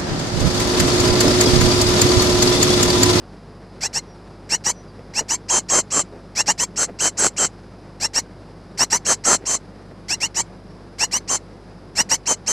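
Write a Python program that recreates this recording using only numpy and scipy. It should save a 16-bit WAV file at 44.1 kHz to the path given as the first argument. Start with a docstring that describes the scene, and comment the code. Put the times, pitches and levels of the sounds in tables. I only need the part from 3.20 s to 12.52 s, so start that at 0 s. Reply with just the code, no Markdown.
"""Mains hum, a dull rumble and a thin electronic whine lie under everything; then nestlings beg in a wooden
nest box, close to a small camera microphone: runs of short rising peeps and longer, held, raspy screeches.
Each call sums two voices, one from each side of the syrinx, with turbulent rasp from coloured noise.
Shaped-noise scuffs stir in the nest, and gliding sines make a thin far twitter outside the box.
The overloaded preamplifier adds a low growl, strongest on loud calls."""
import sys
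import numpy as np
from scipy import signal
from scipy.fft import rfft, irfft
from scipy.io import wavfile
from scipy.ndimage import map_coordinates

SR = 44100
rng = np.random.default_rng(int(sys.argv[2]) if len(sys.argv) > 2 else 0)


def pcm_store(signal):
    """Save signal as 16-bit PCM."""
    levels = np.round(np.clip(np.atleast_2d(signal), -1, 1) * 32767)
    wavfile.write(sys.argv[1], SR, levels.astype(np.int16).T)


N = 411007
LONGEST = 8192   # samples, more than any call


def from_db(db):
    """Decibels to amplitude gain."""
    return 10 ** (np.asarray(db) / 20)


def rms_one(x):
    """Scale to unit power."""
    return x / np.sqrt(np.mean(x ** 2) + 1e-20)


def colour(x, spectrum):
    """Shape white noise to dB points joined on a log-frequency axis; unit power."""
    hz, db = np.transpose(spectrum)
    bins = np.maximum(np.fft.rfftfreq(len(x), 1 / SR), 1)
    gain = from_db(np.interp(np.log(bins), np.log(hz), db))
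    return rms_one(irfft(rfft(x) * gain, len(x)))


def shaped_noise(spectrum, size):
    """Coloured noise of about unit power."""
    return colour(rng.standard_normal(max(size, LONGEST)), spectrum)[:size]


def butter(x, hz, kind, order):
    """Causal Butterworth filter."""
    return signal.sosfilt(signal.butter(order, hz, kind, fs=SR, output="sos"), x)


def wobble(rate_hz, size):
    """Random unsteadiness, mostly slower than the given rate, spread about 1."""
    span = max(size, LONGEST)
    slow = butter(rng.standard_normal(2 * span), rate_hz, "low", order=2)
    return rms_one(slow[span:])[:size]   # the filter has run in by then


def phase_of(pitch):
    """Phase in radians of a voice that follows a pitch in Hz."""
    return 2 * np.pi * np.cumsum(pitch) / SR


def add(track, start, sound):
    """Mix a sound into the track at a time in seconds."""
    at = int(start * SR)
    part = sound[:max(N - at, 0)]
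    track[at:at + len(part)] += part


def background():
    """Rumble and faint hiss as coloured noise of slightly unsteady level; hum and whine as steady sines."""
    # mains hum: (f/Hz, rms level/dB)
    hum_lines = [(50, -48.5), (100, -49), (150, -58.5), (250, -55), (300, -58), (350, -57)]
    # thin whine of the camera's electronics: (f/Hz, rms level/dB)
    whine_lines = [(4947, -68.5), (9647, -86.5), (11025, -79.5), (12403, -91)]
    # spectrum of the noise floor: (f/Hz, relative level per Hz/dB)
    floor_spectrum = [(20, -26.5), (40, -13), (75, -10.5), (125, -5.5), (185, 2), (250, -10.5), (380, -6),
                      (480, -8.5), (850, -14), (1600, -21.5), (3100, -32.5), (5100, -29), (6600, -40.5),
                      (11000, -44), (11500, -72)]
    t = np.arange(N) / SR
    tones = np.zeros(N)
    for hz, db in hum_lines + whine_lines:
        tones += from_db(db) * np.sqrt(2) * np.sin(2 * np.pi * (hz * t + rng.random()))
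    floor = from_db(-42.5) * shaped_noise(floor_spectrum, N)
    return tones + floor * from_db(0.904 * wobble(19, N))


def contour(length, rise_s, sink_s, start_hz, swept_hz, held_hz, late_hz, droop):
    """Pitch of a call in Hz: sweep up, settle, glide to the late pitch, sink; slightly unsteady."""
    t = np.arange(int(length * SR)) / SR
    settled_s = rise_s + .015
    turns = [0, rise_s, settled_s, max(length - sink_s, settled_s), length]
    pitch = np.interp(t, turns, [start_hz, swept_hz, held_hz, late_hz, late_hz * droop])
    return pitch * (1 + .004 * wobble(77.0, len(t)))


def rasping(pitch, spectrum, count, likeness):
    """Chaotic vibration nearly repeats every few (count) cycles: rasp in strands that slide with the pitch."""
    white = rng.standard_normal(2 * LONGEST)
    now = LONGEST + np.arange(len(pitch))
    lag = count * SR / pitch   # samples
    strands = sum(likeness ** k * map_coordinates(white, [now - k * lag]) for k in range(3))
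    return colour(strands, spectrum)


def call(pitch, level_db, balance_db, swell_db, lift_db, interval, rasp_db, rasp_spectrum, rise_s, speak_s,
         release_s, count, likeness, jitter, chaos, shimmer, edge_db, tone_lag, rasp_lag):
    """One begging call: air pressure builds, is shared between the two voices, and sinks."""
    # partials of the first voice, the open beak favouring the octave: (multiple of pitch, level/dB)
    harmonics = [(1, -14), (2, -2), (3, -13.5), (4, -28)]
    # mixing of the two voices: (harmonic of the first voice,
    # steps of the voices' spacing, rounded below to whole steps, level re second voice/dB)
    sidebands = [(1, 0.5, -11.5), (1, 1.5, -15.5), (2, -1, -20.5), (2, 1, -2.5), (2, 2, -9.5), (2, 3, -21)]
    size = len(pitch)
    t, length = np.arange(size) / SR, size / SR
    first_db = level_db - 10 * np.log10(1 + from_db(balance_db) ** 2)
    opening = np.clip(t / rise_s, 0, 1)
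    closing = np.clip((length - t) / release_s, 0, 1)

    first = phase_of(pitch * (1 + jitter * wobble(470.0, size)))
    # the second side of the syrinx wanders about its interval above the octave
    second = phase_of(pitch * (2 + interval) * (1 + chaos * wobble(440, size)))
    spacing = second - 2 * first

    tone = np.zeros(size)
    for k, db in harmonics:
        tone += from_db(db + lift_db * (k == 1)) * np.sin(k * first)
    tone = from_db(first_db) * np.sqrt(2) * tone * (1 + 0.1 * wobble(200, size))

    mixed = np.zeros(size)
    for k, steps, db in sidebands:
        angle = k * first + round(steps) * spacing + rng.uniform(0, 2 * np.pi)
        mixed += from_db(db) * np.sin(angle)
    flutter = rms_one(1 + shimmer * wobble(490, size))
    mixed = from_db(first_db + balance_db) * np.sqrt(2) * mixed * flutter

    rasp = from_db(level_db + rasp_db) * rasping(pitch, rasp_spectrum, count, likeness)

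    # each part builds and dies along its own curve
    voice = tone * np.clip(t / speak_s, 0, 1) ** tone_lag * closing ** 2.8
    voice += mixed * opening ** .9 * closing ** 1.65
    voice += rasp * opening ** rasp_lag * closing ** 1.5
    swell = from_db(swell_db * (t / length - .5))

    # as the pressure goes, the syrinx drops into a lower, buzzing register
    slack = phase_of(.71 * pitch * (1 + .03 * wobble(460, size)))
    buzz = .5 * np.sin(slack) + 1.0 * np.sin(2 * slack) + 0.16 * np.sin(3 * slack)
    buzz = from_db(edge_db) * buzz * closing ** 1.46 * (1 - closing)

    # a faint hiss starts abruptly as the membranes part, then fades
    chip_spectrum = [(1300, -12.5), (2050, -0.5), (3200, -11.0), (4300, -7.5),
                     (5500, 2.5), (6800, -24.5), (10000, -44.0)]
    chip = from_db(-37.5) * shaped_noise(chip_spectrum, size) * np.exp(-t / .02)
    return voice * swell + buzz + chip


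def peeps():
    """Short, fairly clear calls that sweep up quickly, keep climbing and sink only at the very end."""
    # short calls: (t/s, length/s, pitch after the sweep f/Hz, level/dB, second voice re first/dB,
    # swell over the call/dB, lift of the fundamental/dB)
    peep_calls = [(0.608, 0.076, 2618, -19.5, -3, -2, -6), (.73, 0.076, 2770, -20, -8.5, -1.5, 2),
                  (1.292, 0.081, 2780, -18, -9.5, 1, 1), (1.439, 0.088, 2928, -18.5, -5, 0, 1.5),
                  (1.937, 0.081, 2725, -20.5, -4.5, 13.5, 3.5), (2.083, 0.087, 2978, -19.5, -3, -4, -10),
                  (3.151, 0.08, 2637, -17.5, 0.5, 4.5, 1.5), (3.26, 0.072, 2861, -16.5, 2, 4, -2),
                  (3.378, 0.081, 3038, -18.5, -4.5, 2.5, -4), (4.8, 0.078, 2635, -18, -8, 0, 0),
                  (4.934, 0.079, 2798, -17, -10.5, 2.5, -8), (5.575, 0.083, 2789, -15, -14, 2, -0.5),
                  (5.701, .086, 2920, -16.5, -7.5, -5.5, 1), (6.883, 0.08, 2690, -19.5, -7, -9, 5),
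                  (7.002, 0.078, 2820, -20.5, -4, -10, 9), (7.145, .084, 2974, -19.5, -2, 2.5, 2.5),
                  (7.784, 0.083, 2740, -18, -3.5, -1, 5.5), (7.912, 0.083, 2902, -18.4, -14.5, -2, 3),
                  (8.753, .079, 2770, -15.5, -14, 7.5, 1.5), (8.89, 0.081, 2902, -16, -12, -3, 3)]
    # rasp through throat and beak: (f/Hz, relative level per Hz/dB)
    peep_rasp = [(1400, -9.5), (1900, -2.5), (2600, -10.5), (3500, -5), (4200, -0.5), (5400, 3),
                 (6600, -0.5), (7700, -0.5), (8700, -6.5), (9700, -9), (11200, -14), (13000, -17)]
    rise_s, typical_hz, typical_db = .029, 2800, -18
    climb = .09   # share of the pitch gained between settling and the final sink
    out = np.zeros(N)
    for start, length, hz, level_db, balance_db, swell_db, lift_db in peep_calls:
        # share of the pitch still missing after the sweep: less in higher calls
        shortfall = .04 - 0.2997 * np.log2(hz / typical_hz)
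        # the clear tone takes longer to speak in low peeps
        speak_s = 0.022 + 0.19 * shortfall
        pitch = contour(length, rise_s, sink_s=.013, start_hz=1850, swept_hz=hz * (1 - shortfall),
                        held_hz=hz, late_hz=hz * (1 + climb), droop=.97)
        # harder peeps are raspier
        rasp_db = -7.5 + .25 * (level_db - typical_db)
        peep = call(pitch, level_db, balance_db, swell_db, lift_db, interval=.31, rasp_db=rasp_db,
                    rasp_spectrum=peep_rasp, rise_s=rise_s, speak_s=speak_s, release_s=.023,
                    count=3, likeness=.5, jitter=.0045, chaos=.0075, shimmer=.25, edge_db=-17,
                    tone_lag=1.8, rasp_lag=0.81)
        add(out, start, peep)
    return out


def far_twitter():
    """Thin gliding notes of a bird outside: unsteady sines that fade in and out."""
    # faint far notes: (t/s, length/s, first f/Hz, last f/Hz, rms level/dB)
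    far_notes = [(.85, 0.13, 5700, 5560, -63), (1.514, .14, 5830, 5900, -58.5),
                 (1.656, .07, 5100, 4450, -62), (7.44, 0.14, 5420, 5500, -68)]
    out = np.zeros(N)
    for start, length, first_hz, last_hz, db in far_notes:
        size = int(length * SR)
        pitch = np.linspace(first_hz, last_hz, size) * (1 + 0.0087 * wobble(300, size))
        note = np.sin(phase_of(pitch)) * np.hanning(size)
        add(out, start, from_db(db) * rms_one(note))
    return out


def scuffs():
    """Bodies shift on dry grass and moss: short, dull, grainy noises."""
    # scuffs in the nest lining: (t/s, length/s, rms level before the box/dB)
    scuff_events = [(1.78, 0.028, -40), (2.001, 0.036, -33), (2.882, 0.12, -44.5), (3.672, 0.045, -37),
                    (3.73, 0.034, -49), (6.195, 0.068, -42), (6.422, 0.24, -52), (6.709, .015, -41.5),
                    (7.103, .015, -52)]
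    spectrum = [(100, -1), (450, 9.5), (1000, -11.5), (2000, -12.5), (4000, -33.0), (9000, -42.0)]
    out = np.zeros(N)
    for start, length, db in scuff_events:
        size = int(length * SR)
        grain = shaped_noise(spectrum, size) * (1 + .6 * wobble(200, size))
        add(out, start, from_db(db) * rms_one(grain * np.hanning(size)))
    return out


def screeches():
    """Longer calls held near the top pitch, in which the second voice turns chaotic."""
    # held calls: (t/s, length/s, held pitch f/Hz, level/dB, second voice re first/dB,
    # second voice above the octave/share of pitch, lift of the fundamental/dB)
    screech_calls = [(2.284, .13, 3149, -18, -3.5, 0.3, -1.5), (2.485, .14, 3166, -17.5, -2.5, 0.33, -7.5),
                     (2.704, .13, 3093, -20.8, 5, 0.39, -12), (3.559, .11, 3062, -20.5, -3, 0.46, 3),
                     (3.788, .12, 3034, -20, -3, .5, 3), (3.97, .13, 3081, -19.5, 4, 0.49, 1),
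                     (4.164, .12, 3083, -20.5, 3, 0.44, 2.5), (5.849, .11, 3105, -19, -7, 0.55, 3),
                     (6.038, 0.14, 3116, -17.2, -3.5, .44, -3), (6.253, .13, 3080, -21, -4.5, 0.35, -1.5),
                     (8.077, .11, 3050, -20.5, -5, .34, 1), (9.057, .1, 3055, -18, -6.5, .3, 0),
                     (9.262, .083, 3087, -17.5, -11.5, 0.28, 0.5)]
    # rasp through throat and beak: (f/Hz, relative level per Hz/dB)
    screech_rasp = [(1400, -23), (2000, -19), (2800, -18), (3550, -13.5), (4200, -4), (5150, -5.5),
                    (5650, -4.5), (6600, 0.5), (7600, -4.5), (8600, -9), (9700, -17), (13000, -30.5)]
    rise_s, top_hz, typical_interval = .025, 3110, 0.42
    overshoot_per_s = .52   # share of the held pitch per second of call
    chaos_onset_s, chaos_build_s, chaos_at_start = .03, .025, .45
    out = np.zeros(N)
    for start, length, hz, level_db, balance_db, interval, lift_db in screech_calls:
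        # the sweep overshoots more in longer calls, settles, then drifts to the bird's top pitch
        pitch = contour(length, rise_s, sink_s=.025, start_hz=1800,
                        swept_hz=hz * (1 + overshoot_per_s * length),
                        held_hz=hz, late_hz=top_hz, droop=.92)
        # more voiced at first, breaking into full chaos as the pitch settles
        t = np.arange(len(pitch)) / SR
        wildness = np.interp(t, [chaos_onset_s, chaos_onset_s + chaos_build_s], [chaos_at_start, 1])
        # the further the two voices part, the harsher the screech
        rasp_db = -3 + 17.5 * (interval - typical_interval) + 10 * np.log10(wildness)
        screech = call(pitch, level_db, balance_db, swell_db=2.5, lift_db=lift_db, interval=interval,
                       rasp_db=rasp_db, rasp_spectrum=screech_rasp, rise_s=rise_s, speak_s=.017,
                       release_s=.032, count=5, likeness=0.21, jitter=.0035, chaos=0.02022 * wildness,
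                       shimmer=0.48 * wildness, edge_db=-21.5, tone_lag=1.6, rasp_lag=.8)
        add(out, start, screech)
    return out


def nest_box(x):
    """Wooden walls close to the microphone lift and cancel narrow bands and add a very short, dense tail."""
    # wall colour: (f/Hz, width/Hz, gain/dB)
    box_bands = [(2770, 160, 5), (3730, 1250, -11), (4050, 400, 4.5), (4596, 159.5, -6), (4920, 81.6, 1.5),
                 (5104, 220, -8.5), (5610, 180, 4), (7503, 770, 6), (8910, 380, -13), (9190, 75, -0.5),
                 (9650, 430, -17), (10600, 300, -8.5), (12500, 280, -7.5)]
    t60_s, tail_db = 0.082, -20.5
    for hz, width_hz, db in box_bands:
        b, a = signal.iirpeak(hz, hz / width_hz, fs=SR)
        x = x + (from_db(db) - 1) * signal.lfilter(b, a, x + 1e-18)
    t = np.arange(SR // 6) / SR
    tail = rng.standard_normal(len(t)) * from_db(-60 * t / t60_s)
    tail /= np.linalg.norm(tail)
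    return x + from_db(tail_db) * signal.fftconvolve(x, tail)[:N]


def scene():
    """Nestlings and scuffs inside the box, twitter and background outside it; one microphone, both channels."""
    inside = nest_box(peeps() + screeches() + scuffs())
    mono = inside + far_twitter() + background()
    return np.array([mono, mono])


def record(dry, overload=3.88, low_hz=230, high_hz=1950):
    """The preamplifier bends one way, so voices beat into a low growl; tall peaks are rounded, the top is cut."""
    growl = butter(butter(dry ** 2, low_hz, "high", order=2), high_hz, "low", order=2)
    bent = dry - overload * growl
    rounded = bent / (1 + (bent / .86) ** 8) ** (1 / 8)
    top_cut = signal.ellip(12, .1, 80, 12700, fs=SR, output="sos")   # steep low-pass at 12.7 kHz
    return signal.sosfilt(top_cut, rounded)


dry = scene()
out = record(dry)
pcm_store(out)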